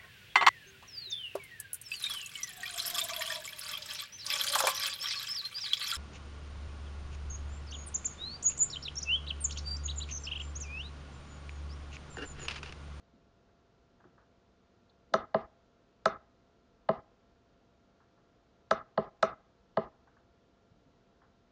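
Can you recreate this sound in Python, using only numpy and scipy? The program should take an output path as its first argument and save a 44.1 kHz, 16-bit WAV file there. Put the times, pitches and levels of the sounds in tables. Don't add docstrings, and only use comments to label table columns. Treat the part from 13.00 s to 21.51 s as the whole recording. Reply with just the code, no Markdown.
import sys
import numpy as np
from scipy import signal
from scipy.fft import rfft, irfft, next_fast_len
from scipy.io import wavfile

SR = 44100
rng = np.random.default_rng(int(sys.argv[2]) if len(sys.argv) > 2 else 0)


def to_wav(s):
    ch = np.atleast_2d(s).T
    pcm = np.round(np.clip(ch, -1, 1) * 32767)
    wavfile.write(sys.argv[1], SR, pcm.astype(np.int16))


N = 375467
GATE_DEPTH_DB = 12.5


def mouse(release_db=0.3):
    # (pressed at [s], let go at [s], firmness of the press [dB])
    strokes = [(2.1369, 2.3428, 0.9), (3.055, 3.8877, .2), (5.7088, 5.9748, 0), (6.2260, 6.7698, 0.2)]
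    out = np.zeros(N)
    for press_s, release_s, press_db in strokes:
        add(out, press_s, from_db(press_db) * snap(let_go=False))
        add(out, release_s, from_db(release_db) * snap(let_go=True))
    return out


def snap(let_go, lag_at_1khz_s=.002294, air_db=-13, air_lead_s=.0007, air_low_hz=1200,
         soft_hz=6400, hard_hz=8500, vary_db=0.9, size=16384):
    # (pitch [Hz], t60 [s], pressed [dB], let go [dB])
    modes = [(116,0.07,-49,-40), (156,0.07,-36,-30), (212.7,0.1,-32.5,-29), (298,0.042,-42.5,-41.5),
             (382.2,0.1,-33,-31), (413.7,0.078,-30,-28.5), (453,0.073,-30.5,-27), (512,0.042,-22.5,-23),
             (653.3,0.054,-16,-15.5), (837,0.044,-28.5,-28), (791,0.075,-31,-32.5), (1051,0.058,-23,-25),
             (1141,0.056,-27,-34.5), (1227,0.025,-17.5,-24), (1310,0.035,-14.5,-26.5),
             (1653,0.013,-19.5,-26.5), (1984,0.016,-27,-32), (2970,0.0087,-33,-38.5), (3647,0.0087,-25,-39),
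             (4270,0.013,-29.5,-39), (4810,0.015,-32,-46.5), (5886,0.069,-45,-68.5),
             (6370,0.04,-46.5,-69.5), (7340,0.018,-58.5,-75), (9500,0.03,-63.5,-91), (10000,.1,-59,-86)]
    hz = np.fft.rfftfreq(size, 1 / SR)
    s, ring = 2j * np.pi * hz, 0
    for k, (mode_hz, t60, press_db, release_db) in enumerate(modes):
        level_db = (release_db if let_go else press_db) + vary_db * rng.standard_normal()
        gain = (-1) ** k * from_db(level_db)
        ring = ring + gain * s / ((s + np.log(1000) / t60) ** 2 + (2 * np.pi * mode_hz) ** 2)
    desk = np.exp(-4j * np.pi * lag_at_1khz_s * np.sqrt(1000 * hz))
    air = from_db(air_db) * s / (s + 2 * np.pi * air_low_hz)
    click = irfft(ring * (air + desk * np.exp(-s * air_lead_s))) * SR
    top_hz = soft_hz if let_go else hard_hz
    return signal.sosfilt(signal.butter(6, top_hz, fs=SR, output="sos"), click)


def room(x, build_s=.004, echo_top_hz=1100, bands=36):
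    # (delay [s], level [dB])
    reflections = [(.00937, -12.5), (.0184, -16.5)]
    # (frequency [Hz], level [dB], t60 [s])
    reverberation = [(80, -4.5, 0.32), (200, -14.5, 0.25), (300, -5, 0.29), (400, -8.5, 0.21),
                     (520, -14, 0.25), (640, -18.5, 0.79), (800, -9, 0.5), (990, -9.5, 0.5),
                     (1380, -8.5, 0.36), (1700, -15, 0.56), (2388, 0.5, 0.32), (3650, -12.5, 0.29),
                     (4740, -18, 0.21), (5800, -1.5, 0.15), (7960, -17.5, 0.084), (10000, -10.5, .12)]
    t = np.arange(SR // 2) / SR
    hz = np.fft.rfftfreq(len(t), 1 / SR)
    echoes = np.zeros(len(t))
    for delay, level_db in reflections:
        echoes[round(delay * SR)] = from_db(level_db)
    response = irfft(rfft(echoes) / np.sqrt(1 + (hz / echo_top_hz) ** 4), len(t))
    white = rfft(rng.standard_normal(len(t)))
    edges_hz = np.geomspace(45, 11000, bands + 1)
    for low, high in zip(edges_hz, edges_hz[1:]):
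        level_db, t60 = at_hz(reverberation, np.sqrt(low * high))
        band = irfft(white * ((hz >= low) & (hz < high)), len(t))
        tail = band * dying(t, t60) * np.minimum(t / build_s, 1)
        response += from_db(level_db) * rms_one(tail) * np.sqrt(2 * (high - low) / SR / len(t))
    return signal.fftconvolve(x, response)[:N]


def faint_sounds():
    # (time [s], level [dB])
    ticks = [(0.484, -74), (1.001, -65.5), (1.038, -64), (1.178, -63), (5.001, -67), (5.175, -70),
             (7.072, -65), (7.165, -67), (8.216, -64)]
    # (time [s], level [dB], centre [Hz])
    lows = [(.135, -61, 200), (1.05, -62, 254), (2.123, -52, 449), (7.715, -64.5, 142), (7.862, -66, 208)]
    out = np.zeros(N)
    for at_s, level_db in ticks:
        add(out, at_s, from_db(level_db) * burst(hz=1135, width_hz=1320, t60=.28))
    for at_s, level_db, hz in lows:
        add(out, at_s, from_db(level_db) * burst(hz, width_hz=1.05 * hz, t60=.36))
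    add(out, 1.894, from_db(-66.5) * burst(hz=4050, width_hz=1320, t60=.054))
    return out


def burst(hz, width_hz, t60, rise_s=.0041, onset_db=-0.6, onset_t60=.036):
    t = np.arange(SR // 2) / SR
    onset = from_db(onset_db) * dying(t, onset_t60)
    envelope = np.minimum(t / rise_s, 1) * (dying(t, t60) + onset)
    return envelope * noise_band(hz, width_hz, order=6, size=len(t))


def fan(rush_db=-68, waver_s=.02):
    # (frequency [Hz], relative spectral level [dB])
    rush = [(15, -34.5), (25, -7.5), (59, 0.5), (164, -5.5), (190, -3), (216, -6), (506, -5.5), (560, -9.5),
            (667, -11.5), (737, -13.5), (1380, -17), (2110, -24), (3960, -25), (6870, -33), (10000, -65.5),
            (13000, -87), (22000, -120)]
    # (pitch [Hz], rms level [dB], width [Hz])
    tones = [(59.8, -82.5, 6.7), (121, -85.5, 1.4), (193.5, -81.5, 5.5), (244.5, -81.5, 4.4),
             (684, -79, 2.3), (1372, -85.5, 43)]
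    out = from_db(rush_db) * noise(lambda f: from_db(at_hz(rush, f)[0]))
    for hz, level_db, width_hz in tones:
        pitch = hz + width_hz / 2 * noise_band(0, 1 / waver_s)
        out += from_db(level_db) * np.sqrt(2) * np.sin(2 * np.pi * np.cumsum(pitch) / SR)
    return out


def gate(x, close_s=.026):
    # (upper edge [Hz], opens above [dB], hold [s])
    bands = [(2350, -24, 0.082), (5380, -39, 0.072), (11000, -46, .026)]
    t = np.arange(N) / SR
    out, rest = 0, x
    for top_hz, opens_db, hold_s in bands:
        band = signal.sosfiltfilt(signal.butter(8, top_hz, fs=SR, output="sos"), rest)
        rest = rest - band
        loud = np.roll(np.abs(band[0]), -SR // 250) > from_db(opens_db)
        quiet_for = t - np.maximum.accumulate(np.where(loud, t, -1))
        shut = np.clip((quiet_for - hold_s) / close_s, 0, 1)
        out = out + band * from_db(-GATE_DEPTH_DB * shut)
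    return out


def from_db(db):
    return 10 ** (np.asarray(db) / 20)


def rms_one(x):
    return x / np.sqrt(np.mean(x ** 2) + 1e-20)


def at_hz(points, hz):
    knots, *columns = np.transpose(points)
    return [np.interp(np.log(np.maximum(hz, 1)), np.log(knots), c) for c in columns]


def dying(t, t60):
    return np.exp(-np.log(1000) * t / t60)


def noise(gain_at, size=N):
    padded = next_fast_len(size)
    spectrum = rfft(rng.standard_normal(padded)) * gain_at(np.fft.rfftfreq(padded, 1 / SR))
    return rms_one(irfft(spectrum, padded)[:size])


def noise_band(hz, width_hz, order=2, size=N):
    return noise(lambda f: 1 / (1 + np.abs(2 * (f - hz) / width_hz) ** order), size)


def add(out, at_s, sound):
    start = round(at_s * SR)
    out[start:start + len(sound)] += sound[:N - start]


def scene():
    clicks = mouse()
    return (clicks + room(clicks) + from_db(GATE_DEPTH_DB) * (fan() + faint_sounds()))[None]


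def record(dry, cutoff_hz=10200):
    return signal.sosfilt(signal.ellip(10, .1, 80, cutoff_hz, fs=SR, output="sos"), gate(dry))


dry = scene()
out = record(dry)
to_wav(out)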